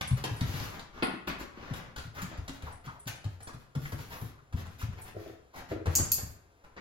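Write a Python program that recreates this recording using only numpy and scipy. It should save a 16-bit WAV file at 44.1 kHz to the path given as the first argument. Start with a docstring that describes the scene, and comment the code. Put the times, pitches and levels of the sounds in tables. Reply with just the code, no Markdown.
"""A living room with a wooden floor, heard on a phone's two microphones from across the room.
A dog sets off at a trot: pads thump, claws tick, paws and coat brush along, collar tags tinkle.
At 1 s a foot pushes a low plastic platform into place, and its edge clacks on the floor. The dog crosses
the bare boards near the phone, then the rug; from 3.7 s the hollow platform knocks as it climbs on.
Near 6 s, once the dog is up, the steel tongue of a training clicker snaps in and back out."""
import sys
import numpy as np
from scipy import signal
from scipy.fft import rfft, irfft
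from scipy.io import wavfile
from scipy.ndimage import uniform_filter1d

SR = 44100
rng = np.random.default_rng(int(sys.argv[2]) if len(sys.argv) > 2 else 0)


def unload_audio(sound):
    """Save the sound as a 16-bit wav file, at the path given as the first command line argument."""
    columns = np.transpose(np.atleast_2d(sound))
    # keep every value between -1 and 1, then stretch to whole-number steps
    steps = np.round(np.clip(columns, -1, 1) * 32767)
    wavfile.write(sys.argv[1], SR, steps.astype(np.int16))


N = 300188
HIT_SIZE = 28672  # samples in one contact and its reverberation
T = np.arange(HIT_SIZE) / SR


def undb(db):
    """Decibels to gain."""
    return 10 ** (np.asarray(db) / 20)


def fade(t60):
    """Exponential decay that falls 60 dB in t60 seconds."""
    return np.exp(-np.log(1000) * T / max(t60, 1e-4))


def onset(rise_s):
    """The smooth rise of a contact that gives under load."""
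    return 1 - np.exp(-(T / rise_s) ** 2)


def band(x, low_hz, high_hz):
    """Band-pass."""
    return signal.sosfilt(signal.butter(2, [low_hz, high_hz], "band", fs=SR, output="sos"), x + 1e-18)


def resonate(x, hz, width_hz):
    """One resonance, gain 1 at its centre."""
    return signal.lfilter(*signal.iirpeak(hz, hz / width_hz, fs=SR), x + 1e-18)


def colour(x, points, size=2048):
    """Minimum-phase filter through points of (frequency [Hz], gain [dB])."""
    hz, db = np.transpose(points)
    bin_hz = np.arange(size // 2 + 1) * SR / size
    gain = undb(np.interp(np.log(bin_hz + 1), np.log(hz), db))
    cepstrum = irfft(np.log(gain))
    cepstrum[1:size // 2] *= 2
    cepstrum[size // 2 + 1:] = 0
    return signal.fftconvolve(x, irfft(np.exp(rfft(cepstrum))))[:len(x)]


def ring(modes, spread, scatter_db=2):
    """Decaying modes; the point of contact shifts their pitch and weight a little."""
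    chance = rng.standard_normal((len(modes), 2))
    return sum(undb(db + scatter_db * weight) * fade(t60) * np.sin(2 * np.pi * hz * (1 + spread * tune) * T)
               for (hz, db, t60), (tune, weight) in zip(modes, chance))


def crunch(t60):
    """A short burst of many tiny contacts."""
    return rng.standard_normal(HIT_SIZE) * fade(t60)


def drag(length_s, grain_db=4):
    """Fine slips of uneven size that swell and die away over one stroke."""
    sizes = undb(grain_db * np.repeat(rng.standard_normal(HIT_SIZE // 64), 64))
    return rng.standard_normal(HIT_SIZE) * sizes * np.sin(np.pi * np.minimum(T / length_s, 1))


def loudest(power):
    """The rms of the loudest 6 ms."""
    return np.sqrt(uniform_filter1d(power, size=256).max())


def blend(parts):
    """One contact from parts of (sound, level [dB]), and their joint level."""
    sound = sum(x * undb(db) / loudest(x ** 2) for x, db in parts)
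    return sound, 10 * np.log10(sum(undb(db) ** 2 for _, db in parts))


def add(out, s, hit, db):
    """Mix in a stereo hit at time s, with its loudest moment at db."""
    start = max(int(s * SR), 0)
    out[:, start:start + HIT_SIZE] += hit[:, :N - start] * undb(db) / loudest(np.mean(hit ** 2, axis=0))


# the living room's reverberation: (frequency [Hz], t60 [s], side over mid [dB])
REVERB = [(118, 0.69, -13.5), (451, 0.55, -2), (1320, 0.64, 0), (3350, 0.47, 0), (7070, 0.4, -2.5),
          (13700, 0.19, 4)]

def room(x, wet_db, build_s=0.0018, early_s=0.035, lumpy_db=5, left_lag_s=0.00025, wide_db=0):
    """Direct sound and thickening reflections at both microphones; each spot has its own pattern."""
    noise = rng.standard_normal((2, HIT_SIZE))
    early_lumps = undb(lumpy_db * np.exp(-T / early_s) * rng.standard_normal((2, HIT_SIZE)))
    mid, side = rfft(noise * early_lumps)
    hz, t60s, side_db = np.transpose(REVERB)
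    octave = np.log2(np.arange(len(mid)) * SR / HIT_SIZE + 1)
    side *= undb(np.interp(octave, np.log2(hz), side_db) + wide_db)
    mics = np.array([mid + side, mid - side])
    # overlapping bands, each dying at its own rate
    tail = sum(irfft(mics * np.interp(octave, np.log2(hz), share)) * fade(t60)
               for share, t60 in zip(np.eye(len(hz)), t60s))
    tail *= 1 - np.exp(-T / build_s)
    tail *= undb(wet_db) / np.sqrt(np.sum(tail ** 2) / 2)
    direct = np.array([np.roll(x, int(left_lag_s * SR)), x])
    return direct + signal.fftconvolve(x[None], tail, axes=1)[:, :len(x)]


# the spectrum of the still house: (frequency [Hz], gain [dB])
MURMUR_COLOUR = [(25, -38.5), (65, -0.5), (130, -25.5), (400, -15.5), (1200, -19), (3500, -29.5),
                 (8000, -31.5), (15000, -37)]

def room_tone(db=-67):
    """The low murmur of the house, all round the microphones."""
    murmur = room(colour(rng.standard_normal(N), MURMUR_COLOUR), wet_db=-4.5)
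    return undb(db) * murmur / np.sqrt(np.mean(murmur ** 2))


# the coat passes furniture and legs: (time [s], length [s], level [dB])
COAT_SWISHES = [(0.16, 0.18, -62), (0.42, 0.43, -62), (2.2, 0.058, -60), (3.77, 0.22, -53.5),
                (4.04, 0.28, -52), (4.964, 0.14, -57.5), (6.2, 0.16, -55)]

def coat(gain_db=4, low_hz=11100, high_hz=15600):
    """Long fur gives a fine, very high swish."""
    out = np.zeros((2, N))
    for s, length, db in COAT_SWISHES:
        add(out, s, room(band(drag(length), low_hz, high_hz), wet_db=4), db + gain_db)
    return out


# the collar tags touch: (time [s], level [dB])
TAG_TOUCHES = [(0.074, -43), (0.362, -54.5), (1.029, -43), (2.7186, -58), (2.994, -55.5), (3.1531, -60),
               (3.4245, -50.5), (5.013, -52.5)]
# their metal rings: (frequency [Hz], level [dB], t60 [s])
TAG_METAL = [(8130, -1.5, 0.027), (9400, -13, 0.02), (9690, 0.5, 0.045)]

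def tags(gain_db=4, rattle_t60=0.043):
    """Small tags shiver against each other; at this distance they are mostly reverberation."""
    out = np.zeros((2, N))
    for s, db in TAG_TOUCHES:
        shiver = signal.fftconvolve(crunch(rattle_t60), ring(TAG_METAL, spread=0.0031))[:HIT_SIZE]
        add(out, s, room(shiver, wet_db=12.5), db + gain_db)
    return out


# strokes of paws, coat and platform: (time [s], length [s], rub [dB], hiss [dB])
STROKES = [(0.164, 0.03, -50, -53), (0.2, 0.59, -53, -56.5), (0.43, 0.3, -50.5, -48.5),
           (0.7, 0.1, -50.5, -61), (0.921, 0.11, -50, -71), (1.268, 0.028, -42.5, -48.5),
           (1.38, 0.055, -49.5, -53.5), (1.496, 0.43, -49.5, -69), (1.74, 0.047, -70, -54.5),
           (2.136, 0.086, -47, -56.5), (2.212, 0.022, -82, -46.5), (2.274, 0.12, -50.5, -91),
           (2.599, 0.14, -53, -67), (2.838, 0.025, -57, -65), (3.068, 0.019, -57, -41.5),
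           (3.804, 0.11, -58, -58), (3.967, 0.079, -67, -56), (4.084, 0.094, -52, -51.5),
           (4.23, 0.044, -79, -62), (4.549, 0.082, -53.5, -58), (4.78, 0.062, -55, -51.5),
           (4.92, 0.019, -56.5, -69), (4.968, 0.028, -54, -68), (5.039, 0.068, -55, -60),
           (5.115, 0.25, -61.5, -62.5), (5.527, 0.097, -51.5, -56.5), (5.677, 0.063, -50, -60),
           (6.171, 0.032, -48.5, -95), (6.763, 0.021, -49.5, -86)]
# the low and the high part of a stroke: (frequency [Hz], gain [dB])
LOW_RUB = [(30, 6), (100, 4), (250, 0), (550, -2.5), (1150, -1.5), (1900, -2), (3200, -12), (6000, -15.5),
           (12000, -48.5)]
HIGH_HISS = [(800, 1.5), (2500, 11.5), (4500, 10.5), (6800, 9), (9500, 3), (12500, 13), (15500, 10)]

def brushing(rub_gain_db=4, hiss_gain_db=8, slip_after_s=0.026, slip_s=0.088):
    """Pads rub low on the floor while coat and rug hiss above them."""
    out = np.zeros((2, N))
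    # each paw slips a little after landing, well below the level of its strike
    slips = [(s + slip_after_s, slip_s, strike_db - 17, strike_db - 16) for s, _, _, strike_db in FOOTFALLS]
    for s, length, rub_db, hiss_db in list(STROKES) + slips:
        rub = colour(drag(length), LOW_RUB)
        hiss = colour(drag(length), HIGH_HISS)
        stroke, db = blend([(rub, rub_db + rub_gain_db), (hiss, hiss_db + hiss_gain_db)])
        add(out, s, room(stroke, wet_db=4.5), db)
    return out


# a pad twists or slides: (time [s], length [s], level [dB], starting pitch [Hz])
PAD_TWISTS = [(2.163, 0.15, -46.5, 1360), (2.666, 0.036, -47.5, 1100), (2.7, 0.062, -57, 915),
              (2.841, 0.023, -62, 1430), (2.87, 0.078, -47, 1220), (2.94, 0.075, -56.5, 1040),
              (3.475, 0.078, -52.5, 1130), (3.853, 0.02, -43, 1850), (4.1, 0.19, -52.5, 1100),
              (4.378, 0.042, -60.5, 1250), (4.812, 0.05, -48, 1370), (5.533, 0.16, -55, 860),
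              (5.859, 0.04, -50, 1060)]

def twists(gain_db=3, width_hz=420, bite_share=0.1, sag_oct_per_s=1.745):
    """A pad grips and slides to rest, more gently in a long slide; the hollow under it sinks in pitch."""
    out = np.zeros((2, N))
    slowing_time = np.cumsum(2 ** (-sag_oct_per_s * T)) / SR
    for s, length, db, hz in PAD_TWISTS:
        hollow = resonate(resonate(rng.standard_normal(HIT_SIZE), hz, width_hz), hz, 2 * width_hz)
        sinking = np.interp(slowing_time, T, hollow)
        grip = (1 - np.exp(-T / (bite_share * length))) * np.maximum(1 - T / length, 0)
        add(out, s, room(sinking * grip, wet_db=-11), db + gain_db)
    return out


# the platform comes down, rocks and settles: (time [s], edge clack [dB], shell thud [dB])
EDGE_CLACKS = [(1.024, -27, -29.5), (1.075, -55, -41), (1.1358, -49, -41.5), (1.274, -34.5, -40.5),
               (1.294, -39, -40.5), (1.41, -62, -42), (1.572, -54.5, -47.5), (1.627, -51.5, -50),
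               (5.714, -48, -56), (5.996, -45, -35)]
# the spectra of that clack and thud: (frequency [Hz], gain [dB])
PLASTIC_CLACK = [(200, -18), (520, -10.5), (750, -5.5), (1200, 0), (1700, -3.5), (2400, -3), (3200, -8.5),
                 (4600, -10.5), (5600, -24.5), (9000, -35.5)]
PLASTIC_THUD = [(30, -23), (110, -9.5), (240, 2), (370, -0.5), (520, -18.5), (1500, -53.5)]
# the platform knocks under the dog: (time [s], level [dB])
SHELL_KNOCKS = [(3.754, -50.5), (3.923, -49), (4.214, -54), (5.147, -50), (5.165, -40), (5.196, -52),
                (5.26, -46.5), (5.296, -47.5), (5.331, -57), (5.715, -34), (5.754, -42.5), (5.814, -47),
                (5.866, -42), (5.996, -44.5)]
# its hollow shell: (frequency [Hz], level [dB], t60 [s])
SHELL_MODES = [(101, 0.5, 0.088), (264, -6, 0.078), (331.4, -7.5, 0.34), (432.5, 5.5, 0.063),
               (489, 8, 0.033), (547.5, 4.5, 0.051), (666, 4.5, 0.046), (1313, -2, 0.03),
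               (2100, -5.5, 0.025)]

def platform(gain_db=-1, give_s=0.004, crunch_db=-24):
    """The plastic edge clacks on the floor; later the shell knocks under the dog's soft weight."""
    out = np.zeros((2, N))
    for s, clack_db, thud_db in EDGE_CLACKS:
        blow = signal.unit_impulse(HIT_SIZE) + undb(crunch_db) * crunch(t60=0.044)
        add(out, s, room(colour(blow, PLASTIC_CLACK), wet_db=10.5, lumpy_db=6.5), clack_db + gain_db)
        thud = colour(crunch(t60=0.046), PLASTIC_THUD)
        add(out, s, room(thud, wet_db=-2.5), thud_db + gain_db)
    for s, db in SHELL_KNOCKS:
        knock = ring(SHELL_MODES, spread=0.048) * onset(give_s)
        add(out, s - give_s / 2, room(knock, wet_db=-2.5), db)
    return out


# the dog's way over the rug's edge, bare boards near the microphones, rug again and platform:
# (start [s], tick over body [dB], edge over body [dB], weight's lag after claws [s], claw's bite [s])
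SURFACES = [(0, 8, -13, 0.0011, .003), (1.6, 6.5, -7, 0.0053, 0.0048), (3.35, -1.5, -12.5, 0.00532, .0055),
            (4.45, -6, -19, 0.0075, 0.014)]

def surface(s):
    """The ground under the dog at time s: the harder it is, the brighter and quicker the contact."""
    return SURFACES[sum(s >= row[0] for row in SURFACES[1:])][1:]


# claws touch down with no weight on them: (time [s], strike [dB])
LIGHT_TAPS = [(0.0105, -39), (0.2394, -38.5), (0.794, -50.5), (1.7365, -48.5), (1.982, -48.5),
              (3.0762, -48.5), (3.4047, -54), (3.473, -46.5), (3.8537, -50), (6.644, -55), (6.775, -71)]
# the tick of a claw's tip, the wood's body and the tick's sharp edge: (frequency [Hz], gain [dB])
CLAW_TICK = [(600, -6.5), (1500, 2.5), (2500, 3), (4500, 3.5), (6500, -7), (10000, -13)]
WOOD_BODY = [(100, 6.5), (400, -6), (800, -2.5), (1350, -0.5), (2200, -7.5), (5000, -26)]
CLAW_EDGE = [(2000, -15.5), (4700, 4.5), (7000, 3.5), (12500, -6), (16000, -12)]

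def claws(tick_gain_db=-2, body_gain_db=1, edge_gain_db=2, spacing_s=0.006, scrape_t60=0.021):
    """The claws of one paw land a few milliseconds apart; each scrapes briefly and knocks the wood."""
    out = np.zeros((2, N))
    strikes = [(s, strike_db) for s, _, _, strike_db in FOOTFALLS]
    for s, db in strikes + list(LIGHT_TAPS):
        tick_db, edge_db, _, bite_s = surface(s)
        lags = np.cumsum(rng.uniform(0.5, 1.8, size=2)) * spacing_s
        first_claw = crunch(scrape_t60)
        later_claws = sum(np.roll(crunch(t60=0.0024), int(lag * SR)) for lag in lags)
        toes = (first_claw + undb(-13.5) * later_claws) * onset(bite_s)
        tap, tap_db = blend([(colour(toes, CLAW_TICK), db + tick_db + tick_gain_db),
                             (colour(toes, WOOD_BODY), db + body_gain_db),
                             (colour(toes, CLAW_EDGE), db + edge_db + edge_gain_db)])
        add(out, s - bite_s / 2, room(tap, wet_db=3), tap_db)
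    return out


# the dog's steps: (time [s], weight [dB], pitch of the boards [Hz], strike of the toes [dB])
FOOTFALLS = [(0.108, -25, 126.5, -53), (0.307, -35.5, 105.4, -71), (0.409, -28.5, 121.7, -43),
             (0.484, -39, 95.5, -59), (0.537, -38, 142.6, -50), (0.599, -37, 76.6, -48),
             (1.7, -37, 143, -65), (1.962, -42.5, 58.5, -47.5), (2.045, -44, 115, -77),
             (2.217, -38, 176.6, -50.5), (2.375, -36.5, 67, -59), (2.48, -44, 271, -47),
             (2.622, -39.5, 79, -55), (2.86, -43.5, 130, -56.5), (3.056, -41, 119.4, -64.5),
             (3.243, -33, 102.5, -54), (3.535, -47.5, 130, -54.5), (3.752, -32, 144, -46),
             (3.921, -38, 111.4, -45), (3.988, -44, 123, -49), (4.213, -38, 114.3, -49.5),
             (4.53, -30, 102, -50), (4.66, -46.5, 94, -51.5), (4.821, -33.5, 98, -65),
             (4.877, -40.5, 114, -60), (5.862, -28, 96, -38), (5.988, -32, 80, -40),
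             (6.216, -38, 97.8, -56)]
# the wooden floor: (frequency [Hz], level [dB], t60 [s])
FLOOR_MODES = [(35.7, -31, 0.28), (59.1, -17, 0.3), (90.2, -1, 0.11), (138.95, -5, 0.12), (173.6, -8, 0.09),
               (250.3, -5, 0.07)]

def paws(give_s=0.0098, board_t60=0.11, falloff_db_per_oct=4, pad_s=0.0049, slap_gain_db=-10):
    """A soft pad loads the boards gradually; they boom at the pitch of that spot while the pad slaps."""
    out = np.zeros((2, N))
    for s, weight_db, spot_hz, strike_db in FOOTFALLS:
        _, _, weight_lag_s, _ = surface(s)
        # modes far from the spot's pitch are stirred less
        stirred = [(hz, db - falloff_db_per_oct * abs(np.log2(hz / spot_hz)), t60)
                   for hz, db, t60 in FLOOR_MODES]
        boom = ring([(spot_hz, 0, board_t60)], spread=0.00563) + ring(stirred, spread=0.057)
        add(out, s + weight_lag_s, room(-boom * onset(give_s), wet_db=-6.5), weight_db)
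        slap = band(crunch(t60=0.13) * (1 - np.exp(-T / pad_s)), low_hz=81, high_hz=410)
        slap_db = 0.85 * strike_db + 0.15 * weight_db  # the slap mostly follows the strike
        add(out, s + weight_lag_s, room(slap, wet_db=0.5), slap_db + slap_gain_db)
    return out


# press, then release: (time [s], level [dB], lag of the second snap [s], second over first [dB])
PRESS_RELEASE = [(5.9525, -18.5, .0068, -3), (6.1176, -16, .0075, -8)]
# the tongue's resonances, one list as it bends, one as it flattens:
# (frequency [Hz], width [Hz], level [dB])
TONGUE_MODES = [
    [(2940, 1350, -28), (4820, 750, -16), (6100, 850, -13), (6690, 870, -5), (7070, 900, -1),
     (7700, 690, -13), (10850, 900, -10), (11800, 480, 3), (13250, 800, -13), (15200, 870, -5)],
    [(2680, 900, -25), (4600, 560, -4), (5740, 770, -14), (6430, 1240, -7), (6950, 600, -10),
     (10440, 1180, -7), (11880, 430, 7), (12700, 320, 7), (13430, 200, 1), (15430, 450, -4)],
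]

def clicker(gain_db=1, chatter_db=-11, chatter_t60=0.017):
    """A steel tongue buckles, chatters in its case and snaps once more; the thumb damps its ring."""
    out = np.zeros((2, N))
    for (s, db, lag_s, second_db), modes in zip(PRESS_RELEASE, TONGUE_MODES):
        first, second = (signal.unit_impulse(HIT_SIZE) + undb(chatter_db) * crunch(chatter_t60)
                         for _ in range(2))
        snaps = first + undb(second_db) * np.roll(second, int(lag_s * SR))
        steel = sum(undb(mode_db) * resonate(resonate(snaps, hz, width), hz, width)
                    for hz, width, mode_db in modes)
        click = room(steel, wet_db=4, build_s=0.0013, early_s=0.00618, left_lag_s=0, wide_db=1)
        add(out, s, click, db + gain_db)
    return out


def scene(left_db=2.5):
    """From the phone's place the clicker is central; everything else is a little louder on the left."""
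    lean = undb(np.array([[left_db], [-left_db]]) / 2)
    floor = paws() + claws() + platform() + tags() + brushing() + coat() + twists()
    return lean * (floor + room_tone()) + clicker()


# the response of the two microphones' sum and difference: (frequency [Hz], gain [dB])
MID_RESPONSE = [(300, 5), (7400, -2), (8200, -13.5), (9000, -31), (10000, -7), (11200, -2), (15000, -8.5)]
SIDE_RESPONSE = [(100, 6), (300, 7), (900, 2), (6500, -1), (9000, 7.5), (12200, -8), (13500, -43.5)]

def record(dry, top_hz=16000):
    """The phone's microphones agree in the top treble and oppose near 9 kHz; the very top is cut."""
    mid = colour((dry[0] + dry[1]) / 2, MID_RESPONSE)
    side = colour((dry[0] - dry[1]) / 2, SIDE_RESPONSE)
    low_pass = signal.ellip(8, 0.2, 70, top_hz, fs=SR, output="sos")
    return signal.sosfilt(low_pass, np.array([mid + side, mid - side]))


dry = scene()
out = record(dry)
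unload_audio(out)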